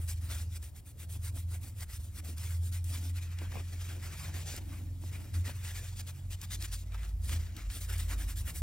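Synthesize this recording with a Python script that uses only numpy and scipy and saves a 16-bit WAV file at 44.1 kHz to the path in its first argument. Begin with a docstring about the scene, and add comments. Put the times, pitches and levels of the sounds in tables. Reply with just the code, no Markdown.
"""Wet towel on metal, with an engine outside

A wet paper towel scrubs a small metal piece close to a phone: jerky noise, swelling with each stroke.
Short noise bursts make sharp paper snaps and a few low scuffs; fingers knock on the metal as dull thuds.
Beyond the wall an engine drones unevenly, made of wavering sines; a deeper boom joins late.
Filtered noise makes the low rumble, the soft swells of the moving hands and the faint room hiss.
"""
import sys
import numpy as np
from scipy import signal
from scipy.fft import rfft, irfft, next_fast_len
from scipy.io import wavfile
from scipy.ndimage import uniform_filter1d, map_coordinates

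SR = 44100
rng = np.random.default_rng(int(sys.argv[2]) if len(sys.argv) > 2 else 0)


def unload_wav(signal):
    """Save mono or channel-first audio to the path in sys.argv[1] as 16-bit WAV at rate SR, clipped to [-1, 1]."""
    wavfile.write(
        sys.argv[1],
        SR,
        np.round(np.clip(np.atleast_2d(signal).T, -1, 1) * 32767).astype(np.int16),
    )


N = 380141

# Rubbing strokes: start t/s, length/s, level/dB, sheet voice against the fibres/dB,
# lean (change of level from start to end)/dB
STROKES = [(-.02, .14, -70, 0.5, 5), (.074, 0.078, -51, -7, -10.5), (0.205, 0.12, -62, -1, -11),
           (0.282, 0.061, -52.5, .5, 10), (0.329, .16, -56, -4.5, -22), (0.485, .1, -58.5, -4.5, 20),
           (0.613, 0.098, -60.5, -4.5, -11), (0.742, 0.069, -64.5, -1, 7), (0.845, 0.084, -63, -5, -2),
           (0.969, .092, -59, -1.5, 5), (1.084, .1, -57, -10, -4), (1.212, .1, -55, -0.5, 7),
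           (1.341, 0.1, -57, -8, -6), (1.479, 0.11, -58, -0.5, 5), (1.604, .11, -58, -4.5, 1),
           (1.757, 0.096, -57.5, -0.5, 14), (1.876, 0.11, -55.5, -2, 9), (1.99, 0.091, -62.5, -10, 2),
           (2.108, .101, -61.5, -1, 34), (2.237, 0.12, -56.5, -4, -14), (2.362, 0.14, -54.5, -1, -12),
           (2.449, 0.15, -57.5, 0.5, -7), (2.579, 0.13, -61, -10.5, 19), (2.714, 0.099, -56, 0, -18),
           (2.835, 0.1, -56, -6.5, 3), (2.905, 0.1, -51.5, -0.5, 2), (2.965, 0.16, -55.5, -6.5, 6),
           (3.139, 0.066, -57.5, 0, 12), (3.198, 0.088, -56.5, -3, -7), (3.273, 0.096, -66.5, 4.5, 10),
           (3.369, 0.11, -63, 5.5, -2), (3.479, 0.22, -63, 6.5, -14), (3.621, 0.18, -60.5, -2.5, 6),
           (3.771, 0.23, -55.5, -1, -10), (4.002, 0.1, -57, 3, 3), (4.083, .11, -57, 2.5, -11),
           (4.163, .19, -57.5, 2, -24), (4.333, .11, -51.5, 1, -2), (4.43, 0.12, -49.5, -7.5, 13),
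           (4.53, .07, -51, -1, -3), (4.626, 0.18, -68.5, 4.5, 28), (5.002, 0.11, -59, -7, 14),
           (5.107, 0.092, -60, 7, -8), (5.176, 0.11, -67, 4, -3), (5.331, .11, -58.5, -1.5, -18),
           (5.435, 0.095, -52, 2.5, 3), (5.51, 0.18, -62, 2, -1), (5.627, .12, -52, -2, -7.5),
           (5.712, 0.1, -51.5, -2, 7), (5.804, 0.12, -55.5, -1.5, -1), (5.951, 0.069, -50.5, -8, 19),
           (6.064, 0.057, -54.5, 0, -10), (6.137, 0.078, -65.5, -1, -11), (6.301, 0.059, -52, -7, -5),
           (6.401, 0.057, -54, -.5, 11), (6.498, 0.069, -45, -8.5, 3), (6.593, 0.079, -48.5, -3, 9),
           (6.709, 0.063, -48, -5.5, 4), (6.758, 0.09, -58, -12, -13), (6.897, 0.079, -67, 6.5, 24),
           (6.96, 0.19, -62.5, 2.5, -11), (7.202, 0.093, -59, -6, 15), (7.257, .13, -48.5, -2, 4),
           (7.37, .16, -61.5, 0.5, -10), (7.542, .14, -59, 5, -8), (7.686, .12, -50.5, -4.5, 8),
           (7.799, 0.08, -56, -5, -16), (7.871, 0.1, -53, 4.5, 6), (7.969, .11, -52, -6, -10),
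           (8.075, 0.077, -50.5, 4, 4), (8.172, 0.087, -53.5, -0.5, -4), (8.272, 0.074, -52, .5, 1),
           (8.355, 0.073, -51.5, -9, -7), (8.448, 0.079, -52, 3.5, 1), (8.54, 0.073, -51, -8, -4)]
# The towel's rustle between strokes: t/s, level/dB
RUSTLE = [(0, -64), (.35, -69), (.6, -72.5), (.85, -84), (1.1, -72.5), (1.7, -73.5), (2, -68), (2.3, -72.5),
          (3, -69), (4.5, -62.5), (4.7, -71), (4.93, -72.5), (5.3, -67.5), (5.9, -62), (6.2, -70.5),
          (6.65, -61.5), (7.15, -79.5), (7.75, -64), (8.62, -65)]
# Fizz against the stroke, before the firmness rule in towel(): t/s, level/dB
FIZZ_LEVEL = [(0, 3.5), (.4, -1.5), (.8, 1), (1.6, 2), (2.2, -1), (2.8, 1.5), (3.1, -1.5), (3.35, -9.5),
              (3.7, -5.5), (4.5, -4.5), (4.7, -5), (5, -4), (5.7, -3.5), (6.75, -1.5), (6.95, -10.5),
              (7.3, 1), (7.55, -18), (7.75, 1.5), (8.1, -1), (8.62, 4.5)]
# Changes of grip: t/s, width/s, palm scuff level/dB, low swell level/dB
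GRIPS = [(0, 0.016, -57, -58), (.32, 0.16, -67.5, -58.5), (1.16, 0.044, -63, -69), (1.36, 0.065, -65, -56),
         (1.53, 0.051, -67, -79), (1.65, 0.053, -61, -61), (2.18, 0.056, -72, -59.5),
         (2.29, 0.089, -64, -58.5), (2.95, .12, -62.5, -56), (3.069, 0.058, -61, -58.5),
         (3.431, 0.038, -58, -54.5), (3.57, 0.065, -53, -65), (3.74, 0.045, -64, -57.5),
         (3.96, 0.12, -59.5, -58), (4.1, 0.085, -60.5, -68), (4.35, 0.091, -58, -59), (4.54, .15, -59, -67),
         (4.74, 0.26, -67.5, -54.5), (5.04, 0.052, -63, -54.5), (5.2, 0.14, -62, -56.5),
         (5.37, .06, -71, -55), (5.49, 0.032, -64, -52), (6.56, .1, -69, -64), (6.95, .06, -78, -85),
         (7.331, 0.094, -62, -55), (7.58, 0.053, -78, -54.5), (7.76, .05, -73, -61),
         (8.05, 0.094, -75, -63), (8.12, .06, -59.5, -61), (8.25, 0.19, -67, -58), (8.49, 0.13, -67, -58.5)]
# Spectra of the rubbing, from low to high, each: f/Hz, level per Hz/dB
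PALM_SPECTRUM = [(350, 14), (480, 10), (660, 11), (950, 2.5), (1400, -42)]
SHEET_SPECTRUM = [(500, -10.5), (900, -5), (1300, 0), (2000, 2), (2800, -3), (4500, -20.5)]
FIBRE_SPECTRUM = [(1300, -60), (2600, -7), (3500, 4.5), (5000, 3.5), (6500, 4.5), (7500, 5), (9500, -68)]
FIZZ_SPECTRUM = [(6000, -62.5), (7600, -3.5), (9000, 4.5), (11000, -1.5), (13000, -3), (15800, -3.5)]
# Resonances of the metal, damped by the fingers: f/Hz, width/Hz, gain/dB
METAL_MODES = [(2400, 82, 4.5), (5130, 90, -2), (1696, 27, 1.5)]
STROKE_SHAPE = 1.69  # power to which the half sine is raised
FIZZ_RISE, FIRM_DB = 0.25, -45  # dB of fizz gained for each dB a stroke is weaker than a firm one
PALM_DB, SWELL_DB = -70, -70  # base levels that the grips add to
PALM_FOLLOWS_DB = -25.5  # palm drag in each stroke, before the sheet level is added

# Engine: t/s, firing tone f/Hz, its level/dB, level of the shaft order above/dB, of the one below/dB
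ENGINE = [(0, 82.9, -36, -47, -51), (.5, 81.76, -38, -46, -49), (.82, 77.8, -54, -59, -55),
          (1.15, 83.07, -39.5, -46.5, -62), (1.46, 84.4, -35, -46, -46), (1.68, 85, -49, -52, -62),
          (1.82, 82.16, -41, -45, -74), (1.9, 76.8, -54, -68, -52), (1.99, 77.2, -39, -55, -47),
          (2.11, 78.2, -46.5, -53.5, -57), (2.62, 84.8, -32.5, -50.5, -53), (3.24, 86.74, -37.5, -64, -57),
          (4.44, 87.35, -41.5, -55.5, -54), (5.32, 88.07, -42.5, -54, -61), (5.37, 86.7, -31.5, -51, -45),
          (5.48, 89.63, -41, -48.5, -59), (7.11, 87.74, -44.5, -59, -49), (7.27, 80.25, -38, -53, -38),
          (7.37, 82.8, -33.5, -57, -55), (7.59, 83.67, -53, -52, -47), (7.97, 85.55, -35.5, -61, -60),
          (8.33, 76.85, -44.5, -52, -45), (8.43, 74.9, -37, -44.5, -38), (8.5, 73.4, -52, -50, -45),
          (8.62, 74.2, -35, -52, -45)]
# Weaker engine tones: shaft order, level/dB, share of the firing tone's level swings followed
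WEAK_ORDERS = [(2, -55.5, .1), (6, -62, 0.11), (8, -70, 0.38), (9, -70.5, .05), (12, -74, 0.86)]
# The seventh shaft order, which swells once: t/s, level/dB
SEVENTH_ORDER = [(0, -66), (4.05, -66), (4.2, -50), (4.45, -52), (4.6, -68), (8.62, -70)]

# Rumble: t/s, level/dB
RUMBLE_LEVEL = [(0, -53), (3.2, -52), (3.45, -47), (3.8, -53), (4.2, -49), (4.85, -50.5), (5.5, -47),
                (5.6, -51), (7, -53), (7.34, -42.5), (7.7, -53.5), (8.62, -47)]
# Spectra of the rumble, the hands' swells and the room hiss, each: f/Hz, level per Hz/dB
RUMBLE_SPECTRUM = [(22, -12), (35, 9), (60, 17), (100, 24.5), (130, 6), (170, 5.5), (200, 2.5),
                   (260, -23.5)]
SWELL_SPECTRUM = [(180, -0.5), (250, 5), (315, 5), (380, -18), (500, -25)]
HISS_SPECTRUM = [(200, 3), (400, 16.5), (800, 9.5), (1300, 10), (3000, -37), (6000, -10), (9000, -53),
                 (13000, -43), (15800, -9)]
# Room resonances: f/Hz, width/Hz, gain/dB
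WALL_MODES = [(44, 9.1, 11.5), (153, 12, 5), (198.3, 6.5, 5), (323, 10, 4)]
HISS_DB = -77.5

# Short bursts, sharp paper snaps and a few low, dull scuffs: t/s, level/dB, centre f/Hz
BURSTS = [(.627, -48, 5000), (1.152, -52, 750), (1.372, -46, 761), (1.807, -40, 5000), (2.381, -38, 7700),
          (2.726, -42, 5970), (2.843, -38.5, 8050), (3.387, -40.5, 2840), (3.519, -41.5, 1299),
          (4.341, -41, 2420), (4.489, -41.5, 753), (4.564, -35, 7680), (5.341, -44, 2201),
          (5.494, -44, 1300), (5.649, -41, 2630), (6.415, -36.5, 6090), (6.624, -31.5, 5160),
          (6.921, -47.5, 1911), (6.945, -40, 999), (7.032, -43.5, 1900), (7.294, -36, 1897),
          (7.331, -33, 2534), (7.566, -37.5, 3870), (7.701, -40, 2440), (7.981, -36, 7580)]
BURST_T60_S, BURST_CYCLES = 0.022, 39  # the rustle's decay is this time plus this many cycles
SPIKE_T60_S, RUSTLE_DB = 0.00071, -5.5  # decay of the first instant; the rustle's level against it

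# Fingers on metal: t/s, level/dB, left against right/dB
KNOCKS = [(3.416, -42, -1.5), (3.555, -36, -10), (3.569, -40.5, 21), (3.979, -48, 4), (4.298, -55, 6),
          (4.54, -40, -1), (5.037, -44, -1.5), (5.492, -35, -1), (7.327, -45, 5), (7.91, -47.5, -1)]
# Spectrum of the thud: f/Hz, level per Hz/dB
KNUCKLE_SPECTRUM = [(120, -1), (250, 5), (500, -1), (900, -3.5), (2000, -24), (4000, -28)]
KNOCK_T60_S, KNOCK_RISE_S = 0.024, 0.00083
CRACK_DB, CRACK_T60_S = -8.5, 0.0064  # the first bright contact, against the knock level

# Late boom: t/s, level/dB
BOOM = [(6.4, -68), (6.6, -36.5), (6.8, -40), (7.07, -39.5), (7.14, -32.5), (7.3, -38.5), (7.6, -55),
        (7.69, -27.5), (7.77, -51), (7.83, -39.5), (8.2, -33.5), (8.33, -47), (8.41, -33), (8.54, -51),
        (8.62, -31)]
BOOM_HZ, BOOM_SAG_HZ_PER_S = 51.5, 1.4

# Likeness of left and right: f/Hz, likeness (1 is the same)
ALIKE = [(60, 0.87), (150, 0.93), (300, 0.68), (600, 0.3), (1200, 0.59), (2500, 0.9), (5000, 1),
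         (7200, 0.99), (8000, 0.98), (15000, 0.99)]
# Lead of left over right: f/Hz, phase/rad
LEFT_LEAD = [(250, -0.026), (450, 0.2), (700, 0.39), (1000, 0.49), (1600, -0.073), (2900, 1.05),
             (4000, 1.6), (5200, 0.64), (7000, 1.85), (7700, -0.077)]
# Left against right: f/Hz, level/dB
LEFT_TILT = [(200, -1.4), (700, 2), (1400, -0.5), (3000, 2.5), (6000, 3.5), (8000, 0)]
TOP_HZ = 15900


def amp(db):
    """Turn a level in dB into a gain."""
    return 10 ** (np.asarray(db) / 20)


def unit(x):
    """Scale to an average strength (rms) of 1."""
    return x / np.sqrt(np.mean(x ** 2) + 1e-20)


def along(points, hz):
    """Read a (frequency, value) table at hz, on a log frequency axis."""
    f, v = np.transpose(points)
    return np.interp(np.log(hz + 1), np.log(f + 1), v)


def curves(rows):
    """Join table rows with straight lines: one curve for each column after the time."""
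    s, *columns = np.transpose(rows)
    return [np.interp(np.arange(N) / SR, s, column) for column in columns]


def wobble(rate):
    """A smooth random curve with rate new random points a second."""
    knots = rng.standard_normal(int(N * rate / SR) + 4)
    return map_coordinates(knots, [np.arange(N) * rate / SR])


def filtered(x, response):
    """Multiply the spectrum of x by a response that depends on frequency."""
    m = next_fast_len(x.shape[-1] + 8192)  # spare room for the filter's tail
    spectrum = rfft(x, m) * response(np.fft.rfftfreq(m, 1 / SR))
    return irfft(spectrum, m)[..., :x.shape[-1]]


def coloured(x, spectrum):
    """Shape x by a spectrum, at rms 1; cut below half the first frequency."""
    return unit(filtered(x, lambda hz: amp(along(spectrum, hz)) * (hz > spectrum[0][0] / 2)))


def peaks(modes):
    """A flat response with gentle resonances standing on it."""
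    def response(f):
        return 1 + sum((amp(db) - 1) / (1 + (2 * (f - centre) / width) ** 2) for centre, width, db in modes)
    return response


def patchy(pair, patchy_db):
    """Random patches of gain in time and frequency, the same for both signals."""
    z = signal.stft(pair, nperseg=512)[2]
    field = rng.standard_normal(z.shape[1:])
    field = uniform_filter1d(field, size=3, axis=0)  # smooth over frequency
    field = uniform_filter1d(field, size=7, axis=1)  # smooth over time
    return signal.istft(z * amp(patchy_db * unit(field)), nperseg=512)[1][:, :N]


def tone(hz, drift, flutter_db, rate):
    """A sine of rms 1 that wavers in pitch (drift in Hz) and in level."""
    phase = 2 * np.pi * np.cumsum(hz + drift * wobble(rate)) / SR
    return unit(amp(flutter_db * wobble(rate)) * np.sin(phase))


def grips(column, base_db):
    """Bell-shaped swells at each change of grip, added in power to a steady base."""
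    t = np.arange(N) / SR
    power = amp(base_db) ** 2
    for row in GRIPS:
        power = power + amp(row[column]) ** 2 * np.exp(-(2 * (t - row[0]) / row[1]) ** 2)
    return np.sqrt(power)


def towel():
    """Wet fibres slip in dense tiny jerks; the hand's speed swells and dies within each stroke."""
    rest = amp(curves(RUSTLE)[0]) ** 2
    power = np.zeros(N)
    for s, length, db, _, lean_db in STROKES:
        at = np.arange(max(round(s * SR), 0), min(round((s + length) * SR), N))
        u = np.clip((at / SR - s) / length, 0, 1)  # progress through the stroke
        power[at] += amp(db + lean_db * (u - .5)) ** 2 * np.sin(np.pi * u) ** STROKE_SHAPE
    middles = [(s + length / 2, db, sheet) for s, length, db, sheet, _ in STROKES]
    stroke_db, sheet_db = curves(middles)
    fizz_db = curves(FIZZ_LEVEL)[0] - FIZZ_RISE * (stroke_db - FIRM_DB)

    # A random level for every sample makes the noise jerky
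    jerk_db = 2.16 * rng.standard_normal(N) + 0.38 * wobble(400) + 1.6 * wobble(60)
    slips = patchy(rng.standard_normal((2, N)) * amp(jerk_db), patchy_db=2.5)
    slips = filtered(slips, peaks(METAL_MODES))
    body = coloured(slips, FIBRE_SPECTRUM) + amp(sheet_db) * coloured(slips, SHEET_SPECTRUM)
    fizz_gain = amp(fizz_db) * np.sqrt(power + amp(-4.5) * rest)  # slow contact is duller
    fizz = fizz_gain * coloured(slips, FIZZ_SPECTRUM)
    drag = amp(PALM_FOLLOWS_DB + sheet_db) ** 2 * power
    palm_gain = np.sqrt(grips(column=2, base_db=PALM_DB) ** 2 + drag)
    return np.sqrt(power + rest) * body + fizz + palm_gain * coloured(slips, PALM_SPECTRUM)


def engine():
    """Four firings a shaft cycle; uneven cylinders leave the neighbouring orders audible."""
    hz, firing_db, upper_db, lower_db = curves(ENGINE)
    shaft = hz / 4
    drone = amp(firing_db) * tone(hz, drift=0.71, flutter_db=1.5, rate=10.0)
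    drone += amp(upper_db) * tone(5 * shaft, drift=1.5, flutter_db=2.5, rate=12)
    drone += amp(lower_db) * tone(3 * shaft, drift=3.5, flutter_db=4, rate=14)
    swing_db = firing_db - firing_db.mean()
    for order, db, share in WEAK_ORDERS:
        drone += amp(db + share * swing_db) * tone(order * shaft, drift=2.54, flutter_db=6, rate=7)
    seventh = tone(7 * shaft, drift=1.5, flutter_db=2.5, rate=6)
    return drone + amp(curves(SEVENTH_ORDER)[0]) * seventh


def background():
    """Low rumble and the hands' soft swells, both coloured by the walls, over the room's hiss."""
    def noise(spectrum):
        return coloured(rng.standard_normal((2, N)), spectrum)
    rumble = amp(curves(RUMBLE_LEVEL)[0]) * noise(RUMBLE_SPECTRUM)
    swells = grips(column=3, base_db=SWELL_DB) * noise(SWELL_SPECTRUM)
    return filtered(rumble + swells, peaks(WALL_MODES)) + amp(HISS_DB) * noise(HISS_SPECTRUM)


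def snaps_and_scuffs():
    """Short bursts in a broad resonance: sharp paper snaps and a few low, dull scuffs."""
    out = np.zeros((2, N + SR))
    t = np.arange(SR // 10) / SR
    for s, db, hz in BURSTS:
        resonance = lambda f: 1j * f * hz / (hz * hz - f * f + .8j * f * hz)
        burst = unit(filtered(rng.standard_normal((2, len(t))), resonance))
        rustle = amp(RUSTLE_DB - 60 * t / (BURST_T60_S + BURST_CYCLES / hz))  # low bursts last longer
        spike = amp(-60 * t / SPIKE_T60_S)
        out[:, round(s * SR):][:, :len(t)] += amp(db) * burst * (rustle + spike)
    return out[:, :N]


def knocks():
    """Fingers bump the metal: a dull thud with no ring, and a brief bright crack on contact."""
    out = np.zeros((2, N + SR))
    t = np.arange(SR // 8) / SR
    for s, db, pan_db in KNOCKS:
        thud = coloured(rng.standard_normal(len(t)), KNUCKLE_SPECTRUM)
        thud = thud * amp(-60 * t / KNOCK_T60_S) * (1 - np.exp(-t / KNOCK_RISE_S))
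        crack = coloured(rng.standard_normal(len(t)), SHEET_SPECTRUM)
        crack = crack * amp(CRACK_DB - 60 * t / CRACK_T60_S)
        pan = amp([[pan_db / 2], [-pan_db / 2]])
        out[:, round(s * SR):][:, :len(t)] += amp(db) * (thud + crack) * pan
    return out[:, :N]


def boom():
    """A deep wavering sine that fades in late and slowly sags in pitch."""
    start = BOOM[0][0]
    boom_db, = curves([(start - .1, -90)] + list(BOOM))
    hz = BOOM_HZ - BOOM_SAG_HZ_PER_S * (np.arange(N) / SR - start)  # BOOM_HZ holds at the start
    return amp(boom_db) * tone(hz, drift=1.49, flutter_db=3.5, rate=11)


def left_and_right(pair):
    """Mix two unrelated signals into left and right, with a set likeness, level and phase by frequency."""
    def share(hz):
        turn = np.arccos(np.clip(along(ALIKE, hz), -1, 1)) / 2
        return np.array([np.cos(turn), np.sin(turn)])

    def balance(hz):
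        # Each side takes half of the level and phase difference
        half = amp(along(LEFT_TILT, hz) / 2) * np.exp(.5j * along(LEFT_LEAD, hz))
        return np.array([half, 1 / half])
    mid, side = filtered(pair, share)
    return filtered(np.array([mid + side, mid - side]), balance)


def scene():
    """All the sounds together in stereo; the engine and boom are nearly alike on both sides."""
    near = left_and_right(towel() + background() + snaps_and_scuffs())
    bass = (engine() + boom()) * amp([[-.1], [.1]])
    return near + knocks() + bass


def record(dry):
    """The phone keeps nothing above its band limit."""
    return filtered(dry, lambda hz: hz < TOP_HZ)


dry = scene()
out = record(dry)
unload_wav(out)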